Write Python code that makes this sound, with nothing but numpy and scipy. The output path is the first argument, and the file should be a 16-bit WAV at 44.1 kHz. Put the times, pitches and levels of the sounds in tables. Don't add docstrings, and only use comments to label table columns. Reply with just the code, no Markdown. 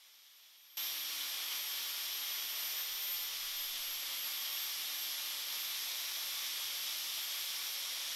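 import sys
import numpy as np
from scipy import signal
from scipy.fft import rfft, irfft
from scipy.io import wavfile
from scipy.ndimage import uniform_filter1d

SR = 44100
rng = np.random.default_rng(int(sys.argv[2]) if len(sys.argv) > 2 else 0)


def put_to_file(sound):
    columns = np.atleast_2d(sound).T
    safe = np.clip(columns, -1, 1)
    whole_steps = np.round(safe * 32767)
    wavfile.write(sys.argv[1], SR, whole_steps.astype(np.int16))


N = 359415
TIME = np.arange(N) / SR
GEAR_RATIO = 3.9


def undb(db):
    return 10 ** (np.asarray(db) / 20)


def unit(x):
    return x / np.sqrt(np.mean(x ** 2))


def curves(table):
    times, *columns = np.transpose(table)
    return [uniform_filter1d(np.interp(TIME, times, column), size=1500, mode="nearest")
            for column in columns]


def walk(rate):
    hold = max(int(SR / rate), 1)
    steps = np.repeat(rng.standard_normal(N // hold + 1), hold)
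    smooth = uniform_filter1d(uniform_filter1d(steps, hold), hold)
    return unit(smooth[:N])


def colour(x, points, modes=()):
    f = np.maximum(np.arange(N // 2 + 1) * SR / N, 1)
    hz, db = np.transpose(points)
    broad = undb(np.interp(np.log(f), np.log(hz), db))
    ring = 1 + sum(undb(peak_db) / (1 + 1j * (f * f - f0 * f0) / (f * width))
                   for f0, width, peak_db in modes)
    return unit(irfft(rfft(x) * broad * ring, N))


def stiffened(x, points, rise):
    most = np.abs(rise).max() + 1e-9
    slack = colour(x, points)
    taut = colour(x, [(hz * (1 + most), db) for hz, db in points])
    return slack + rise / most * (taut - slack)


def wire_strikes(per_second, spread_db):
    hit = rng.random(N) < per_second / SR
    force = rng.standard_normal(N) * undb(spread_db * rng.standard_normal(N))
    return unit(hit * force)


# (time [s], casting rasp level [dB], cup ring level [dB], tip scrape level [dB], wire singing level [dB])
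CONTACT = [(0.0, -43.5, -45, -46.2, -54), (0.4, -44, -44, -46, -56), (0.85, -44.5, -45, -47, -51),
           (1.15, -44.5, -44, -46.5, -53.5), (1.55, -44, -45, -46, -55), (2.2, -43.5, -44, -46, -52.5),
           (2.65, -44, -45.7, -46.5, -54), (3.0, -45, -46.1, -47, -53.5), (3.6, -45.5, -45, -46.5, -59),
           (4.4, -44.5, -45, -46.5, -55), (4.85, -44.5, -45, -45.5, -56), (5.35, -44.5, -45, -46, -59),
           (6.0, -44, -44.5, -45.5, -54), (6.5, -44, -44.5, -45.5, -54), (7.4, -44.5, -44.3, -45, -58),
           (7.85, -45, -45, -46, -51), (8.15, -44, -44.5, -45, -52)]
CUP_DB, FRAME_DB, TIPS_DB, HISS_DB = -1, -5.5, 0.18, -4.5
CUP_PRESS_SHARE, TIP_PRESS_SHARE = 0.33, 0.57


def scouring(spindle, ripple):
    casting_db, ring_db, scrape_db, sing_db = curves(CONTACT)
    press_db = presses()
    bite = wheel_bite(spindle, ripple)
    rise = wire_bending()
    cup = cup_ring(bite, rise) * undb(ring_db + CUP_DB + CUP_PRESS_SHARE * press_db)
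    tips = tip_scrape(bite, rise) * undb(scrape_db + TIPS_DB)
    sing = wire_singing(bite) * undb(sing_db)
    frame = casting_rasp(bite) * undb(casting_db + FRAME_DB + press_db)
    hiss = fan_and_dust(ripple) * undb(scrape_db + HISS_DB)
    bright = (tips + sing + hiss) * undb(TIP_PRESS_SHARE * press_db)
    return workshop(cup + bright, t60=0.18, wet_db=-13.5) + frame


# (time [s], change in casting rasp [dB])
PRESSES = [(.31, -1), (.61, 0), (.85, 0), (1.01, -1.8), (1.27, 0.5), (1.54, 1.5), (1.7, 0), (2.16, -2),
           (2.65, 2), (2.78, 1.5), (3.72, -1.5), (4.0, -1), (4.29, 1.5), (4.66, 0.5), (5.03, -.5),
           (5.43, -1.5), (5.58, 1), (5.85, 0), (6.02, 0.1), (6.15, -1.5), (6.39, 0.2), (6.53, -1),
           (6.78, 0), (6.94, 0.5), (7.07, -0.9), (7.2, 1), (7.65, 1.2), (7.77, -0.5)]
PRESS_WIDTH_S = 0.046


def presses():
    return sum(db * np.exp(-((TIME - s) / PRESS_WIDTH_S) ** 2) for s, db in PRESSES)


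def wheel_bite(spindle, ripple):
    steady_db = 0.08 * np.sin(spindle) + .08 * ripple
    chatter_db = 0.056 * walk(4.5) + 0.27 * walk(35) + 0.085 * walk(230)
    return undb(steady_db + chatter_db)


# (time [s], share by which the cup's ring rises [1 = whole pitch])
BENDING = [(0, .012), (.75, .01), (1.1, .003), (4.3, 0), (5.4, .012), (5.75, .035), (6.15, .04),
           (6.55, .018), (8.15, .01)]


def wire_bending():
    return curves(BENDING)[0]


# (frequency [Hz], relative level per Hz [dB])
CUP_COLOUR = [(1200, -42), (1900, -19.5), (2700, -12.5), (2950, -4.5), (3130, -1.5), (3280, 0.5),
              (3430, -1.2), (3650, -1.5), (4050, -9.5), (4700, -13), (6500, -51)]


def cup_ring(bite, rise):
    return stiffened(bite * wire_strikes(per_second=40000, spread_db=1.2), CUP_COLOUR, rise)


# (frequency [Hz], relative level per Hz [dB])
TIP_COLOUR = [(2500, -30), (3600, -7.5), (4150, -2), (4550, -2), (5000, 0.4), (5550, -1), (6000, -3),
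              (6450, -7.5), (7200, -11), (8300, -19), (11000, -37)]
TIP_BEND_SHARE = .4


def tip_scrape(bite, rise):
    strikes = bite * wire_strikes(per_second=30000, spread_db=1.5)
    return stiffened(strikes, TIP_COLOUR, TIP_BEND_SHARE * rise)


# (frequency [Hz], relative level per Hz [dB])
SING_COLOUR = [(4900, -41), (5350, -5.5), (5620, -6), (5850, -5), (6200, -34)]


def wire_singing(bite):
    return colour(bite * wire_strikes(per_second=12000, spread_db=-0.5), SING_COLOUR)


# (frequency [Hz], relative level per Hz [dB])
FRAME_COLOUR = [(30, -26), (75, -38), (130, -23), (190, -14.5), (260, -13.5), (350, -8.5), (480, -8.5),
                (630, -4), (780, -1.5), (950, 0.3), (1300, 3.5), (1550, 1.5), (1900, 6), (2300, 9),
                (2620, 7), (3000, 8), (5000, -35)]
# (frequency [Hz], width [Hz], level against the broad response [dB])
FRAME_MODES = [(282, 12, -6), (301, 8, -9), (400, 10, -5), (439.5, 7, -5), (501, 12, -4), (544.5, 15, -4),
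               (591, 6, -1), (645, 14, -5), (695, 10, -7), (854, 22, -10), (878, 10, -12), (945, 30, -10),
               (1135, 46, -4), (1424, 26, -8), (1717, 30, -7)]


def casting_rasp(bite):
    return colour(bite * wire_strikes(per_second=30000, spread_db=0.1), FRAME_COLOUR, FRAME_MODES)


# (frequency [Hz], relative level per Hz [dB])
HISS_COLOUR = [(3000, -30.5), (5500, -12.5), (7200, -1.5), (8500, -2.5), (9600, 0.5), (10200, -1),
               (10950, 0.5), (11650, -5), (12600, -1.5), (13300, -11), (14300, -24), (15300, -12.5)]


def fan_and_dust(ripple):
    return colour(rng.standard_normal(N), HISS_COLOUR) * undb(.07 * ripple + 0.42 * walk(25))


def workshop(x, t60, wet_db):
    t = TIME[:SR // 2]
    tail = rng.standard_normal(len(t)) * undb(-60 * t / t60) * (t > .004)
    return x + undb(wet_db) * signal.fftconvolve(x, tail / np.linalg.norm(tail))[:N]


# (time [s], level [dB])
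WHINE_LOUDNESS = [(0.0, -51), (.27, -47.5), (.53, -48), (.72, -44.5), (.95, -46), (1.1, -48.5), (1.38, -49),
                  (1.63, -45), (1.95, -48), (2.15, -45.5), (2.45, -46.5), (2.8, -43.5), (2.92, -47),
                  (3.12, -41.5), (3.39, -49.7), (3.6, -45), (3.77, -48.7), (3.92, -45), (4.07, -49),
                  (4.22, -44.5), (4.38, -46), (4.58, -45), (4.78, -48.5), (5.02, -45.5), (5.43, -50.3),
                  (5.62, -46.5), (6.2, -48.5), (7.42, -49), (7.57, -52), (7.68, -48.5), (8.15, -53)]
# (multiple of the armature speed [1], level [dB], mains throb depth [share of amplitude])
MOTOR_ORDERS = [(2, -84, .1), (6, -68, .15), (9, -74, 0.73), (10, -67.5, 1.5), (12, -72, .9),
                (16, -71, 1.3), (20, -76, .6)]
WHINE_ORDER = 23
WHINE_THROB = .055


def motor(armature, ripple):
    flutter = undb(0.85 * walk(25) + 0.85 * walk(160))
    whine_tone = np.sin(WHINE_ORDER * armature + .12 * walk(200))
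    whine = unit(flutter * (1 + WHINE_THROB * ripple) * whine_tone)
    tones = sum(undb(db + 2.5 * walk(7)) * (1 + throb * ripple) * np.sin(round(order) * armature)
                for order, db, throb in MOTOR_ORDERS)
    return whine * undb(curves(WHINE_LOUDNESS)[0] + 0.9) + np.sqrt(2) * tones


# (time [s], pitch of the whine [Hz])
SPEED = [(0.0, 13050), (.17, 13074), (.29, 12960), (.5, 13166), (.77, 12705), (.96, 12718), (1.05, 12665),
         (1.2, 12782), (1.39, 12650), (1.65, 12851), (1.81, 12765), (1.96, 12835), (2.06, 12786),
         (2.45, 13090), (2.56, 13058), (2.8, 13185), (2.95, 13167), (3.2, 13223), (3.48, 12960),
         (3.56, 12945), (3.84, 12483), (3.96, 12517), (4.1, 12355), (4.35, 12685), (4.47, 12572),
         (4.7, 12810), (4.86, 12580), (5.0, 12725), (5.17, 12595), (5.28, 12663), (5.47, 12506),
         (5.66, 12704), (5.87, 12560), (6.09, 12740), (6.26, 12628), (6.41, 12750), (6.56, 12630),
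         (6.65, 12625), (6.79, 12528), (6.99, 12714), (7.08, 12670), (7.32, 12870), (7.52, 12760),
         (7.62, 12760), (7.8, 12585), (7.95, 12560), (8.15, 12420)]


def speed_of_strokes():
    times, whine_hz = np.transpose(SPEED)
    points = np.arange(len(times))
    stroke, part = np.divmod(np.interp(TIME, times, points), 1)
    eased = stroke + np.sin(np.pi * part / 2) ** 2
    return np.interp(eased, points, whine_hz) / WHINE_ORDER


# (time [s], level [dB])
WHEEL_HUM = [(0, -81), (.7, -80), (.9, -77.5), (1.3, -76.5), (1.5, -80), (2.1, -78), (2.45, -93),
             (3.25, -93), (3.55, -84), (3.85, -78.5), (4.45, -77), (5.0, -80.5), (6.8, -80.5), (7.3, -85.5),
             (7.8, -83), (8.05, -78)]
# (multiple of the spindle speed [1], level high on the frame [dB], level at the joint [dB])
SHAKE_ORDERS = [(1, -85, -86), (3, -73.5, -75), (4, -69.5, -75), (5, -69, -74), (6, -65.5, -68),
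                (8, -70, -70.5), (10, -66, -67)]
ROTOR_SHAKE_DB = -72.5
HUM_WAVER_DB = 2


def frame_drone(spindle, spindle_hz):
    def resonance(hz):
        return 0.07 + sum(undb(db) / (1 + (2 * (hz - f0) / width) ** 2) for f0, width, db in FRAME_MODES)

    joint = at_joint()
    hum = undb(curves(WHEEL_HUM)[0] + HUM_WAVER_DB * walk(18)) * np.sin(2 * spindle)
    wheel = 0
    for order, top_db, joint_db in SHAKE_ORDERS:
        order = round(order)
        level = undb(top_db + (joint_db - top_db) * joint + walk(5))
        wheel = wheel + level * resonance(order * spindle_hz) * np.sin(order * spindle)
    rotor_level = undb(ROTOR_SHAKE_DB + 1.9 * walk(7.9)) * resonance(GEAR_RATIO * spindle_hz)
    rotor = rotor_level * np.sin(GEAR_RATIO * spindle)
    return np.sqrt(2) * (hum + wheel + rotor)


def at_joint():
    reached_s, approach_s = 5.2, 0.36
    return .5 + .5 * np.tanh((TIME - reached_s) / approach_s)


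# (start [s], end [s], level [dB])
GUSTS = [(2.95, 3.05, -69), (3.15, 3.28, -67), (3.46, 3.5, -64), (3.56, 3.72, -66.5), (3.81, 3.86, -62)]
GUST_ATTACK_DB_PER_S, GUST_RELEASE_DB_PER_S, STILL_AIR_DB = 220, 62, -102


def cooling_air():
    # (frequency [Hz], relative level per Hz [dB])
    buffet_colour = [(4, -4), (12, 14), (25, -5), (50, -11), (80, -32), (200, -75)]
    buffet = colour(rng.standard_normal(N), buffet_colour)
    gusts_db = []
    for start, end, db in GUSTS:
        before = GUST_ATTACK_DB_PER_S * (start - TIME)
        after = GUST_RELEASE_DB_PER_S * (TIME - end)
        gusts_db.append(db - np.maximum(0, np.maximum(before, after)))
    return buffet * (undb(np.max(gusts_db, axis=0)) + undb(STILL_AIR_DB))


# (frequency [Hz], level [dB])
HUM = [(50, -92.5), (100, -97.5), (150, -100)]


def mains_hum():
    return sum(np.sqrt(2) * undb(db) * np.sin(2 * np.pi * hz * TIME) for hz, db in HUM)


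RIPPLE_HZ = 100
ROCKING_RAD = .011
SPEED_TREMBLE = .0005


def scene():
    ripple = np.sin(2 * np.pi * RIPPLE_HZ * TIME)
    armature_hz = speed_of_strokes() * (1 + SPEED_TREMBLE * walk(22))
    armature = 2 * np.pi * np.cumsum(armature_hz) / SR + ROCKING_RAD * ripple
    spindle = armature / GEAR_RATIO
    sound = scouring(spindle, ripple) + motor(armature, ripple)
    sound = sound + frame_drone(spindle, armature_hz / GEAR_RATIO)
    sound = sound + cooling_air() + mains_hum()
    return np.array([sound, sound])


def record(dry):
    turned_down_db, jump_s, top_hz = -20.5, .7704, 15700
    gain = undb(turned_down_db * (TIME < jump_s))
    top_cut = signal.ellip(10, .1, 70, top_hz, fs=SR, output="sos")
    return signal.sosfilt(top_cut, dry * gain)


dry = scene()
out = record(dry)
put_to_file(out)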